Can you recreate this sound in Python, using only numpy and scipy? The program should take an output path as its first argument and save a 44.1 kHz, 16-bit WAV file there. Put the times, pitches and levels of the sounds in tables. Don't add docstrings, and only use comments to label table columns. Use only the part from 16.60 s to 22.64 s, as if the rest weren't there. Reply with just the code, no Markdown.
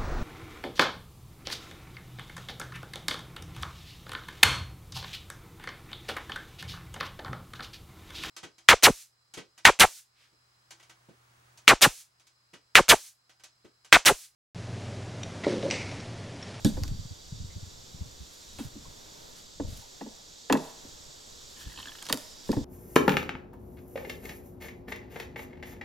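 import sys
import numpy as np
from scipy import signal
from scipy.fft import rfft, irfft
from scipy.io import wavfile
from scipy.ndimage import uniform_filter1d

SR = 44100
rng = np.random.default_rng(int(sys.argv[2]) if len(sys.argv) > 2 else 0)


def transcribe(u):
    v = np.clip(np.atleast_2d(u).T, -1, 1)
    q = np.round(v * 32767).astype(np.int16)
    wavfile.write(sys.argv[1], SR, q)


N = 266540
TIME_S = np.arange(N) / SR
RING_S = np.arange(SR // 2) / SR


def amp(db):
    return 10 ** (np.asarray(db) / 20)


def unit_rms(x):
    return x / np.sqrt(np.mean(x ** 2))


def unit_blow(x):
    return x / np.sqrt(np.sum(x ** 2, axis=-1).mean() * 50 / SR)


def at_hz(table, hz, column=1):
    rows = np.array(table)
    return np.interp(np.log(np.maximum(hz, 1)), np.log(rows[:, 0]), rows[:, column])


def shape(x, gain):
    size = x.shape[-1]
    return irfft(rfft(x) * gain(np.fft.rfftfreq(size, 1 / SR)), size)


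def lowpass(x, hz, order=2):
    return signal.sosfilt(signal.butter(order, min(hz, .45 * SR), fs=SR, output="sos"), x)


def add(out, start_s, sound):
    start = max(int(start_s * SR), 0)
    part = sound[..., :max(N - start, 0)]
    out[:, start:start + part.shape[-1]] += part


def wander(rate_hz):
    size = int(SR / rate_hz)
    steps = np.repeat(rng.standard_normal(N // size + 1), size)
    return uniform_filter1d(steps, size)[:N]


def swells(table):
    return sum(amp(db) * np.exp(-((TIME_S - mid_s) / half_s) ** 2) for mid_s, db, half_s in table)


def white_pair(size, side_db):
    mid, side = rng.standard_normal((2, size))
    return mid + amp(side_db) * np.array([side, -side])


def coloured_noise(table):
    mid = shape(rng.standard_normal(N), lambda f: amp(at_hz(table, f)))
    side = shape(rng.standard_normal(N), lambda f: amp(at_hz(table, f) + at_hz(table, f, column=2)))
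    return unit_rms(mid + np.array([side, -side]))


def ring(modes, scatter_db, detune):
    hz, db, t60_s = np.array(modes).T[:, :, None]
    weight, shift = rng.standard_normal((2, len(hz), 1))
    sign = (-1) ** np.arange(len(hz))[:, None]
    decay = amp(db + scatter_db * weight) * np.exp(-np.log(1000) * RING_S / t60_s)
    return np.sum(sign * decay * np.sin(2 * np.pi * hz * (1 + detune * shift) * RING_S), axis=0)


def dense_ring(table, side_db):
    noise, out = white_pair(len(RING_S), side_db), 0
    for hz in 125 * 2 ** np.arange(0, 7.5, .5):
        band = shape(noise, lambda f: 1 / (1 + (4 * np.log2((f + 1) / hz)) ** 6))
        decay = np.exp(-np.log(1000) * RING_S / at_hz(table, hz, column=2))
        out = out + unit_blow(band * decay) * amp(at_hz(table, hz)) * np.sqrt(hz)
    return unit_blow(out)


# frequency in Hz, density in dB, side over mid in dB.
AIR_SPECTRUM = [(20, 12.5, -20), (45, -17, -37), (97, -0.5, -17), (200, 1.5, -3), (463, 2, 2), (755, -6, 6),
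                (940, -3, 1.5), (1200, -8.5, 6), (2360, -10.5, -2.5), (9900, -17, -26), (12800, -14.5, -25),
                (16000, -24, -15)]


def air():
    return coloured_noise(AIR_SPECTRUM) * amp(-55.5 + 1.8 * wander(3.17))


def insect_band(hz, width_hz, side_db):
    noise = white_pair(N, side_db)
    return unit_rms(shape(noise, lambda f: 1 / (1 + (2 * (f - hz) / width_hz) ** 2)))


# frequency in Hz, density in dB, side over mid in dB.
HISS_SPECTRUM = [(2090, -21, 10.5), (2960, -7, -8), (3300, -1, -3.5), (3900, -0.5, -7), (4700, -0.5, -6),
                 (6300, -2, -5), (7500, 0.5, -8.5), (7910, -5, -8), (8820, -14.5, -13), (10300, -34, -39)]
# centre in Hz, width in Hz, level over the hiss in dB.
CALLER_BANDS = [(3560, 83, -15.5), (3847, 75, -15), (4600, 340, -11.5), (5404, 45, -14.5), (5760, 190, -13),
                (6370, 160, -14.5), (6980, 85, -15)]
# time in seconds, level in dB.
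CHORUS_LEVELS = [(0, -52), (1.3, -52.5), (3.6, -52), (4.1, -51), (6.04, -52)]


def insect_chorus():
    chorus = coloured_noise(HISS_SPECTRUM)
    for hz, width_hz, db in CALLER_BANDS:
        chorus += insect_band(hz, width_hz, side_db=-23) * amp(db + wander(1.2) + 1.2 * wander(30))
    level_db = np.interp(TIME_S, *np.transpose(CHORUS_LEVELS))
    return unit_rms(chorus) * amp(level_db + 0.57 * wander(25.12))


# middle in seconds, level in dB, half length in seconds, centre and width in Hz.
SOLO_CALLS = [(0.35, -60.5, .6, 4640, 110), (4.55, -64, 0.46, 7600, 600), (5.7, -56, 0.45, 5300, 1300)]


def insect_solos():
    return sum(insect_band(hz, width_hz, side_db=-9) * swells([(mid_s, db, half_s)])
               for mid_s, db, half_s, hz, width_hz in SOLO_CALLS)


# frequency in Hz, density in dB, side over mid in dB.
CLOTH_SPECTRUM = [(300, -1, -6), (1460, 7.5, 6), (4000, 13, -39), (12900, 7, -13), (16000, -2.5, -24)]
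# middle in seconds, level in dB, half length in seconds.
CLOTH_BRUSHES = [(0.17, -62, .1), (1.78, -62.5, 0.18), (2.028, -56, 0.061), (2.79, -60, 0.033),
                 (3.157, -54, 0.08), (4.05, -59, 0.11), (5.014, -55, 0.026), (5.25, -58, 0.42),
                 (5.575, -64, 0.08), (5.92, -55.5, 0.066)]


def cloth(rest_db=-70.5):
    envelope = amp(rest_db) + swells(CLOTH_BRUSHES)
    return coloured_noise(CLOTH_SPECTRUM) * envelope * amp(2.2 * wander(120))


def bump(hz):
    age = RING_S * hz / 0.69
    low_noise = unit_rms(lowpass(white_pair(len(RING_S), side_db=-1), 183, order=4))
    return age * np.exp(1 - age) * (np.sin(2 * np.pi * hz * RING_S) + .5 * low_noise)


# start in seconds, level in dB, pitch in Hz.
MIC_BUMPS = [(0.047, -16, 122), (0.218, -25, 95.3), (0.312, -32.5, 132), (0.386, -29, 99),
             (0.450, -36, 112), (0.507, -36, 93.5), (0.721, -33.5, 130), (0.799, -32, 82.6),
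             (0.842, -37.5, 107), (0.958, -31, 100), (1.023, -35, 90), (1.343, -39.5, 143),
             (1.408, -32.5, 79.4), (1.599, -39.5, 60.6), (2.05, -34, 134), (3.043, -31.5, 96),
             (3.079, -32, 89), (3.926, -42, 104), (5.059, -37.5, 56), (5.532, -37, 132), (5.902, -29, 107),
             (5.966, -24.5, 123)]
# middle in seconds, rumble level in dB, half length in seconds.
HAND_SPELLS = [(0.15, -40.5, 0.24), (0.88, -49, 0.19), (1.45, -52, .1), (2.05, -51.5, .18),
               (3.07, -48.5, 0.12), (4.472, -61, 0.0985), (5.12, -62, 0.11), (6.02, -46.5, 0.061)]


def handling(still_db=-63, jolt_hz=102, jolt_over_rumble_db=8.5):
    out = np.zeros((2, N))
    for start_s, db, hz in MIC_BUMPS:
        add(out, start_s, amp(db) * bump(hz))
    for mid_s, db, half_s in HAND_SPELLS:
        for when, strength, pitch in rng.uniform(-1, 1, size=(3, 3)):
            jolt = bump(jolt_hz * (1 + .25 * pitch))
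            add(out, mid_s + when * half_s, amp(db + jolt_over_rumble_db + 3 * strength) * jolt)
    rumble = lowpass(white_pair(N, side_db=-23), 99, order=1)
    rumble = unit_rms(lowpass(rumble, 135))
    return out + rumble * (amp(still_db) + swells(HAND_SPELLS)) * amp(4.9 * wander(9))


# frequency in Hz, density in dB, T60 in seconds.
TREE_BANDS = [(100, 8, 0.35), (300, -9, 0.25), (614, 2.5, 0.6), (1120, -3.5, 0.59), (2560, -8, 0.72),
              (6160, -7, 0.87), (15000, -1.5, 0.21)]


def tree_tail(sound, rise_s=0.032):
    response = dense_ring(TREE_BANDS, side_db=-9) * (1 - np.exp(-RING_S / rise_s))
    return signal.fftconvolve(sound, response / np.linalg.norm(response[0]), axes=1)[:, :N]


# start in seconds, level in dB, pitch in Hz.
TOUCHES = [(0.90, -60.5, 2060), (2.249, -55.5, 1023), (3.22, -57.5, 865)]


def ticks():
    out = np.zeros((2, N))
    for start_s, db, hz in TOUCHES:
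        noise = white_pair(len(RING_S), side_db=-10)
        band = shape(noise, lambda f: 1 / (1 + ((f - hz) / (0.08 * hz)) ** 4))
        add(out, start_s, amp(db) * unit_blow(band * RING_S * np.exp(-RING_S / 0.0096)))
    return out


# frequency in Hz, level in dB, T60 in seconds.
HIVE_MODES = [(156, -17, 0.24), (217.4, -4, 0.14), (246.4, -2, 0.11), (286.5, 1, 0.082), (348, -2.5, 0.063),
              (424, -6, 0.095), (498.3, -2, 0.053), (513, -3.5, 0.097), (601, 2, 0.025), (728, -3.5, 0.033),
              (824, -3.5, 0.043), (902, -3, 0.035), (1019, -7, 0.047), (1484, -12, 0.062),
              (1726, -0.5, 0.033), (1926, -7, 0.066), (2736, -4, 0.034)]
# frequency in Hz, density in dB, T60 in seconds.
BOARD_BANDS = [(123, -49, 0.12), (220, 9.5, 0.16), (316, 2, 0.19), (550, -6.5, 0.07), (1100, 0, 0.14),
               (1440, -10, 0.037), (1810, -10, 0.16), (2280, -8, 0.14), (3910, -8, 0.039), (9000, -47, .03)]


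def box_strike(corner_hz, bass_db, spot_hz, lag_at_1khz_ms=0.92):
    box = unit_blow(ring(HIVE_MODES, scatter_db=1.5, detune=.01))
    wood = box + amp(-4) * dense_ring(BOARD_BANDS, side_db=-16)

    def contact_gain(f):
        spot_db = 5.9 * np.exp(-(np.log2((f + 1) / spot_hz) / 0.31) ** 2)
        return amp(bass_db / (1 + (f / 350) ** 6) + spot_db)

    wood = shape(wood, contact_gain)
    wood = shape(wood, lambda f: np.exp(-4j * np.pi * lag_at_1khz_ms * np.sqrt(f / 1000)))
    return unit_blow(lowpass(wood, corner_hz)[:, :len(RING_S) // 2])


# start in seconds, level in dB, contact corner in Hz, bass gain in dB,
# frequency favoured by the spot in Hz, settling level in dB.
FRAME_KNOCKS = [(0.047, -19.5, 254, 0.5, 168, -22), (0.169, -38.5, 1330, 1, 510, -51),
                (0.235, -49, 1800, 7, 900, -47.5), (1.987, -43.5, 1900, 3.5, 760, -34.5),
                (2.154, -43.5, 450, 9, 275, -46.5), (2.998, -30.5, 750, 1.5, 465, -38),
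                (3.409, -39, 1470, 0, 744, -38), (3.461, -42, 500, -5, 233, -53),
                (3.898, -23, 1860, -7, 470, -21), (3.924, -26.5, 1950, -12, 1130, -20),
                (3.95, -25, 1310, -2, 377, -36), (4.242, -50, 500, 0, 298, -61),
                (5.4977, -32, 2500, -4.5, 1150, -44), (5.527, -37, 3500, -3, 474, -36.5),
                (5.89, -22, 446, 1.5, 422, -32), (5.927, -33, 1490, -1, 760, -41),
                (5.966, -26.5, 487, -1, 372, -29)]


def knocks(settle_delay_s=0.01042):
    out = np.zeros((2, N))
    for start_s, db, corner_hz, bass_db, spot_hz, settle_db in FRAME_KNOCKS:
        add(out, start_s, amp(db) * box_strike(corner_hz, bass_db, spot_hz))
        settle_corner_hz = 374 * (corner_hz / 1000) ** 0.13
        thud = box_strike(settle_corner_hz, bass_db + 5, spot_hz=266)
        add(out, start_s + settle_delay_s, amp(settle_db) * thud)
    return out


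def fracture(decay_ms, spray):
    t = RING_S[:SR // 20]
    grains = rng.standard_normal(len(t)) ** 3 * np.exp(-1000 * t / decay_ms)
    force = spray * np.sqrt(decay_ms) * grains / np.linalg.norm(grains)
    force[0] += 1
    return force


# frequency in Hz, level in dB, T60 in seconds.
TOP_BAR_MODES = [(1010, -6, 0.015), (1694, 1.5, 0.016), (1840, -7.5, 0.029), (2620, -4.5, 0.0099),
                 (3100, -0.5, 0.018), (3390, -2, 0.021), (4220, 1.5, 0.009)]
# time in seconds, level in dB.
RASP_LEVELS = [(4.94, -84), (5.01, -54.5), (5.15, -59), (5.24, -62), (5.32, -75), (5.48, -75)]


def rasp():
    fibres = white_pair(N, side_db=-9) ** 3 * amp(2 * wander(43))
    bar = ring(TOP_BAR_MODES, scatter_db=2, detune=0.0073)
    drag = unit_rms(signal.fftconvolve(fibres, bar[None])[:, :N])
    times_s, db = np.transpose(RASP_LEVELS)
    return drag * np.interp(TIME_S, times_s, amp(db), left=0, right=0)


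# time in seconds, slips per second.
SLIP_RATES = [(4.968, 46), (5.155, 48), (5.192, 93), (5.207, 30), (5.255, 38), (5.281, 115), (5.303, 30),
              (5.43, 30)]
# time in seconds, level in dB.
SLIP_LEVELS = [(4.97, -59), (5.16, -54.5), (5.175, -46), (5.29, -47), (5.32, -51), (5.42, -52)]


def creak():
    out = np.zeros((2, N))
    rate_hz = np.interp(TIME_S, *np.transpose(SLIP_RATES), left=0, right=0)
    slip_count = np.ceil(np.cumsum(rate_hz) / SR)
    for start_s in TIME_S[1:][np.diff(slip_count) > 0]:
        bar = unit_blow(ring(TOP_BAR_MODES, scatter_db=-3.5, detune=0.018))
        wood = bar + amp(-10) * dense_ring(BOARD_BANDS, side_db=-16)
        slip = signal.fftconvolve(wood, fracture(decay_ms=3.7, spray=0.81)[None])
        db = np.interp(start_s, *np.transpose(SLIP_LEVELS))
        add(out, start_s, amp(db) * unit_blow(slip))
    return out


# start in seconds, level in dB, treble corner in Hz, spray decay in ms.
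RESIN_BREAKS = [(0.047, -32.5, 9900, 2.1), (0.054, -35.5, 10000, 26), (0.2354, -40.5, 6540, 1.2),
                (0.279, -50.5, 6950, .7), (1.986, -45.5, 4000, 33), (3.898, -44, 2200, 4.4),
                (3.925, -27, 4070, 3.7), (5.4253, -44.5, 9900, 0.51), (5.4541, -48, 7100, 2.8),
                (5.466, -45.5, 5000, 1.6), (5.488, -41, 3500, 2.4), (5.4958, -37.5, 7000, 5.5),
                (5.5264, -25, 10200, 0.7), (5.9172, -42, 5600, 1.7)]
# frequency in Hz, density in dB, T60 in seconds.
SNAP_BANDS = [(500, -1.5, 0.069), (1550, 0, 0.06), (2270, -2, 0.0032), (4000, 2, 0.014),
              (6440, 0.5, 0.0042), (9000, 0, 0.0082), (12200, -1.5, 0.01), (16000, -8, 0.016)]
# frequency in Hz, level in dB, T60 in seconds.
STEEL_MODES = [(2620, -1, 0.017), (3244, -3.5, 0.029), (3696, 3, 0.019), (4150, -33, 0.055),
               (4540, -6.5, 0.026), (6220, -2, 0.036), (7650, -4, 0.012)]
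# delay in seconds, level relative to the break in dB.
BLADE_REBOUNDS = [(.017, -19), (.047, -19.5)]


def cracks():
    out = np.zeros((2, N))
    for start_s, db, corner_hz, decay_ms in RESIN_BREAKS:
        snap = dense_ring(SNAP_BANDS, side_db=-18)
        steel = unit_blow(ring(STEEL_MODES, scatter_db=-2.5, detune=0.0094))
        noise = shape(white_pair(len(RING_S), side_db=-21), lambda f: amp(at_hz(SNAP_BANDS, f)))
        scatter = unit_blow(noise * np.exp(-RING_S / 0.009))
        response = lowpass(snap + amp(-7.5) * steel + amp(-8) * scatter, corner_hz, order=1)
        for delay_s, relative_db in [(0, 0.0046)] + BLADE_REBOUNDS:
            crack = signal.fftconvolve(response, fracture(decay_ms, spray=0.66)[None])
            add(out, start_s + delay_s, amp(db + relative_db) * unit_blow(crack))
    return out


def scene():
    background = cloth() + insect_chorus() + air() + insect_solos() + handling()
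    hive = knocks() + cracks() + ticks() + rasp() + creak()
    return background + hive + amp(-18) * tree_tail(hive)


# frequency in Hz, left lead in radians.
MIC_PHASE = [(40, 0.73), (130, .5), (280, 0.44), (600, 0.84), (1200, 0.75), (2200, 1), (4400, -0.23),
             (9000, 0.36), (16000, 0)]
# frequency in Hz, left over right in dB.
MIC_BALANCE = [(60, 0), (110, 0), (200, 0.5), (380, -0.5), (700, 0), (1290, -1), (2380, -0.5), (4400, -3.5),
               (8120, -0.5), (15000, 0)]


def record(dry):
    split = np.array([[.5], [-.5]])
    heard = shape(dry, lambda f: amp(split * at_hz(MIC_BALANCE, f))
                  * np.exp(1j * split * at_hz(MIC_PHASE, f)))
    return signal.sosfilt(signal.ellip(10, .1, 90, 16000, fs=SR, output="sos"), heard)


dry = scene()
out = record(dry)
transcribe(out)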